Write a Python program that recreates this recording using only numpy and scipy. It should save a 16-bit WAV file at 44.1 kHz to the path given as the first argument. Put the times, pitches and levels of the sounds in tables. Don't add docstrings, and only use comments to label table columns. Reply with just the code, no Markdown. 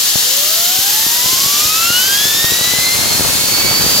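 import sys
import numpy as np
from scipy import signal
from scipy.fft import rfft, irfft
from scipy.io import wavfile
from scipy.ndimage import map_coordinates

SR = 44100
rng = np.random.default_rng(int(sys.argv[2]) if len(sys.argv) > 2 else 0)


def inscribe(sig):
    pcm = np.round(np.clip(np.atleast_2d(sig).T, -1, 1) * 32767)
    wavfile.write(sys.argv[1], SR, pcm.astype(np.int16))


N = 176400
TIME_S = np.arange(N) / SR
BINS_HZ = np.maximum(np.arange(N // 2 + 1) * SR / N, 1)

# time_s, left_lead_ms, left_minus_right_db, diffuse_share
JET_POSITION = [(.2, 0.025, 1, 0.3), (.75, 0.018, 0.3, .12), (1.3, 0.0044, -0.5, .03),
                (2.25, 0.0028, -.3, .02), (2.75, 0.015, -0.5, 0.1), (3.25, 0.017, -0.7, 0.48),
                (3.8, .044, -1.5, 0.54)]
# left_delay_ms, right_delay_ms, gain_db
JET_ECHOES = [(.88, 0.58, -15.5), (1.4, 0.96, -21), (2.3, 1.85, -12), (3.3, 2.9, -27)]
# time_s, depth
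JET_CRACKLE = [(0, 0.2), (.7, .12), (.8, .24), (1.3, 0.22), (1.8, 0.14), (2.6, 0.17), (2.9, 0.1), (4, 0.14)]
# freq_hz, share
JET_COHERENCE = [(100, 0.26), (800, 0.22), (3300, 0.49), (6200, 0.7), (9500, 0.42), (13000, 0.39)]
# freq_hz, density_db
JET_SPECTRUM = [(25, -28), (80, -15), (300, -9.5), (900, -10), (1400, -8.5), (2400, -8), (2650, -4.5),
                (3050, -1), (4000, 0.6), (4600, 1), (5800, 0.4), (6800, 0.5), (7500, 0.6), (8000, -5.5),
                (8400, -7), (9800, -4.5), (11200, -2), (13400, -2), (14600, -4), (15800, -8)]
# freq_hz, left_minus_right_db
JET_PAN = [(100, 9.5), (800, 4), (3300, 1.5), (6200, 0.4), (9500, 2), (13000, 3)]
BAND_EDGES_HZ = [2706, 7500, 11500, 14300]
# time_s, low_db, middle_db, upper_db, high_db, top_db
BAND_GAINS = [(0, -14, -12, -12, -13, -12), (.65, -13, -12.5, -13, -10.5, -9),
              (.95, -12.5, -12.5, -12, -9, -15), (1.5, -12.5, -12, -13, -11.5, -15),
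              (2, -11, -13, -13, -11, -15), (2.5, -10.5, -13, -13, -12.5, -15),
              (3, -9.5, -14, -12.5, -15.5, -14), (3.23, -8.5, -14, -11.5, -14.5, -14),
              (3.42, -11, -13.5, -11.5, -14.5, -11), (3.6, -8, -14, -13.5, -13, -11),
              (4, -8.5, -12.5, -12, -12, -12)]
# peak_s, half_length_s, centre_hz, half_width_hz, level_db
EDGE_RESONANCES = [(.1, 0.67, 1800, 160, -38), (.35, 0.54, 4440, 170, -30), (0.747, .25, 3100, 220, -29),
                   (1.5, 0.33, 5240, 800, -22.5)]
# time_s, rate_hz
CHOP_RATE = [(0, 330), (.3, 512), (.52, 641), (.88, 806), (.97, 868), (1.28, 1013), (1.5, 1140),
             (1.75, 1284), (1.9, 1400), (2.02, 1509), (2.15, 1629), (2.33, 1773), (2.52, 1886),
             (2.75, 2015), (2.88, 2069), (3.08, 2133), (3.5, 2218), (4, 2311)]
# time_s, left_db, right_db
HARMONIC_1 = [(0, -54, -55), (.4, -31, -29), (.8, -29.5, -32.5), (1.08, -30.5, -33), (1.55, -25, -24.5),
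              (1.68, -30, -23), (1.88, -17, -17.5), (2.03, -20.5, -28), (2.12, -30, -15.5),
              (2.28, -24, -27.5), (2.48, -32, -16), (2.68, -18.5, -38), (2.88, -20, -14.5),
              (3.02, -22, -62), (3.33, -37, -31), (3.67, -33, -21), (4, -40, -36)]
# time_s, left_db, right_db
HARMONIC_2 = [(0, -50, -47), (.7, -35, -29.5), (1, -35, -34), (1.17, -35, -24), (1.35, -26.5, -47),
              (1.6, -30, -44), (1.75, -22.5, -28), (1.96, -14.5, -15), (2.11, -20, -19), (2.25, -14.5, -17),
              (2.38, -21.5, -18), (2.75, -17, -22), (3, -24, -16.5), (3.25, -20, -17.5), (3.38, -22, -19.5),
              (3.61, -23, -10.5), (3.83, -17.5, -15), (4, -17, -11.5)]
# time_s, level_db
HARMONIC_3 = [(0, -48), (1.1, -41), (1.5, -29), (2.03, -20.5), (2.35, -24), (2.48, -25), (3.2, -30),
              (3.5, -31), (3.8, -32), (4, -35)]
# start_s, level_db, left_minus_right_db, rise_s
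MIC_PUFFS = [(0.156, -8.5, 30, .0012), (0.788, -15, 23, .001), (1.065, -11, 17, 0.00038),
             (1.259, -11.5, 20, .0012), (1.330, -14.5, 18, 0.00045), (1.461, -14, 21, 0.0011),
             (1.653, -13.5, 1, 0.0011), (1.903, -10, 13, 0.00062), (2.254, -12, 12, 0.00061),
             (2.348, -16, 15, 0.00089), (2.443, -4.5, 18, 0.00097), (2.520, -10, 20, .0017),
             (2.611, -10.5, 10, 0.00064), (2.674, -10, 10, 0.00055), (2.737, -6.5, 22, 0.00023),
             (2.786, -11, 10, 0.0011), (3.196, -7, 5, .0005), (3.207, -8, 5, 0.00065),
             (3.353, -11.5, 15, .0008), (3.712, -10, -2, .001), (3.864, -7, 0, .0006)]
# time_s, left_db, right_db
DRAUGHT_LEVELS = [(0, -52, -63), (.9, -44, -49), (1.3, -33.5, -38), (2.2, -32.5, -33.5), (2.8, -29.5, -35),
                  (3, -21, -31), (3.22, -19.5, -37), (3.43, -25, -32), (3.6, -22, -27.5), (3.88, -21, -23),
                  (4, -22.5, -22)]
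# freq_hz, density_db
DRAUGHT_SPECTRUM = [(20, -17), (50, -8), (100, 0), (200, -1.5), (400, -4.5), (750, -6.5), (1100, -8),
                    (1600, -15), (3000, -35), (8000, -50)]


def from_db(db):
    return 10 ** (np.asarray(db) / 20)


def unit_rms(x):
    return x / np.sqrt(np.mean(x ** 2))


def over_time(rows):
    time_s, *columns = np.transpose(rows)
    return np.array([np.interp(TIME_S, time_s, column) for column in columns])


def over_hz(rows):
    freq_hz, values = np.transpose(rows)
    return np.interp(np.log(BINS_HZ), np.log(freq_hz), values)


def drift(rate_hz):
    return unit_rms(irfft(rfft(rng.standard_normal(N)) / (1 + (BINS_HZ / rate_hz) ** 2), N))


def stereo_drift(rate_hz):
    return np.array([drift(rate_hz), drift(rate_hz)])


def pan(side_db):
    ratio = from_db(side_db)
    return np.array([ratio, np.ones_like(ratio)]) * np.sqrt(2 / (1 + ratio ** 2))


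def butter(x, cutoff_hz, kind):
    return signal.sosfilt(signal.butter(2, cutoff_hz, kind, fs=SR, output="sos"), x)


def low_noise(cutoff_hz):
    return unit_rms(butter(rng.standard_normal(N), cutoff_hz, "low"))


def delayed(x, delay_ms):
    return map_coordinates(x, [np.arange(N) - delay_ms * SR / 1000], order=5, mode="wrap")


def reflections(x, sway_ms=0.147, sway_hz=0.66):
    out = np.zeros((2, N))
    for left_ms, right_ms, gain_db in JET_ECHOES:
        for channel, delay_ms in enumerate((left_ms, right_ms)):
            out[channel] += from_db(gain_db) * delayed(x, delay_ms + sway_ms * drift(sway_hz))
    return out


def jet_hiss(crackle_hz=1520, flicker_db=0.47, flicker_hz=22):
    lead_ms, side_db, diffuse_share = over_time(JET_POSITION)
    direct = rng.standard_normal(N)
    near = np.array([direct, delayed(direct, lead_ms)]) + reflections(direct)
    room = rng.standard_normal((2, N))
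    field = np.sqrt(1 - diffuse_share) * near + np.sqrt(diffuse_share) * room
    depth, = over_time(JET_CRACKLE)
    crackle = np.exp(depth * low_noise(crackle_hz) - depth ** 2)
    coherence = over_hz(JET_COHERENCE)
    incoherent = rfft(rng.standard_normal((2, N)))
    spectrum = np.sqrt(coherence) * rfft(field * crackle) + np.sqrt(1 - coherence) * incoherent
    spectrum *= unit_rms(from_db(over_hz(JET_SPECTRUM))) * pan(over_hz(JET_PAN))
    band_of_bin = np.searchsorted(BAND_EDGES_HZ, BINS_HZ)
    flicker = from_db(flicker_db * drift(flicker_hz))
    hiss = np.zeros((2, N))
    for band, gain_db in enumerate(over_time(BAND_GAINS)):
        hiss += from_db(gain_db) * irfft(spectrum * (band_of_bin == band), N)
    return pan(side_db) * flicker * hiss


def edge_tones():
    out = np.zeros(N)
    for peak_s, half_length_s, centre_hz, half_width_hz, level_db in EDGE_RESONANCES:
        detuning = (BINS_HZ - centre_hz) / half_width_hz
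        ring = irfft(rfft(rng.standard_normal(N)) / (1 + detuning ** 2), N)
        swell = np.exp(-((TIME_S - peak_s) / half_length_s) ** 2)
        out += from_db(level_db) * unit_rms(ring) * swell
    return out


def spinner_whine(wobble_share=0.0008, flutter_db=1.5, upper_blur_rad=0.5, room_rad=0.44):
    chop_hz, = over_time(CHOP_RATE)
    wobble = 1 + wobble_share * drift(rate_hz=31.7)
    left_phase = 2 * np.pi * np.cumsum(chop_hz * wobble) / SR
    lead_s = over_time(JET_POSITION)[0] / 1000
    phases = np.array([left_phase, left_phase - 2 * np.pi * chop_hz * lead_s])
    third_db = over_time(HARMONIC_3)
    harmonics = [(over_time(HARMONIC_1), 0), (over_time(HARMONIC_2), 0),
                 (third_db, upper_blur_rad), (third_db - 10, upper_blur_rad)]
    out = np.zeros((2, N))
    for number, (level_db, blur_rad) in enumerate(harmonics, 1):
        room_phase = room_rad * stereo_drift(rate_hz=3.4)
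        gain = from_db(level_db + flutter_db * drift(rate_hz=20))
        blur = blur_rad * drift(rate_hz=90)
        out += gain * np.sin(number * phases + room_phase + blur)
    return out


def mic_puffs(roughness=0.36, roughness_hz=920, low_cut_hz=102):
    ragged = 1 + roughness * low_noise(roughness_hz)
    pressure = np.zeros((2, N))
    for start_s, level_db, side_db, rise_s in MIC_PUFFS:
        age = np.clip((TIME_S - start_s) / rise_s, 0, 60)
        pulse = age * np.exp(1 - age)
        pressure += pan(side_db)[:, None] * from_db(level_db) * pulse
    return butter(pressure * ragged, low_cut_hz, "high")


def mic_draught(gust_db=3.5, gust_hz=91):
    lumps = rng.standard_normal((2, N)) * from_db(gust_db * stereo_drift(gust_hz))
    rumble = irfft(rfft(lumps) * from_db(over_hz(DRAUGHT_SPECTRUM)), N)
    return from_db(over_time(DRAUGHT_LEVELS)) * unit_rms(rumble)


def scene():
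    return jet_hiss() + edge_tones() + spinner_whine() + mic_puffs() + mic_draught()


def record(dry):
    ceiling, cutoff_hz = 0.88, 15850
    limited = dry / (1 + (dry / ceiling) ** 8) ** (1 / 8)
    return irfft(rfft(limited) / np.sqrt(1 + (BINS_HZ / cutoff_hz) ** 700), N)


dry = scene()
out = record(dry)
inscribe(out)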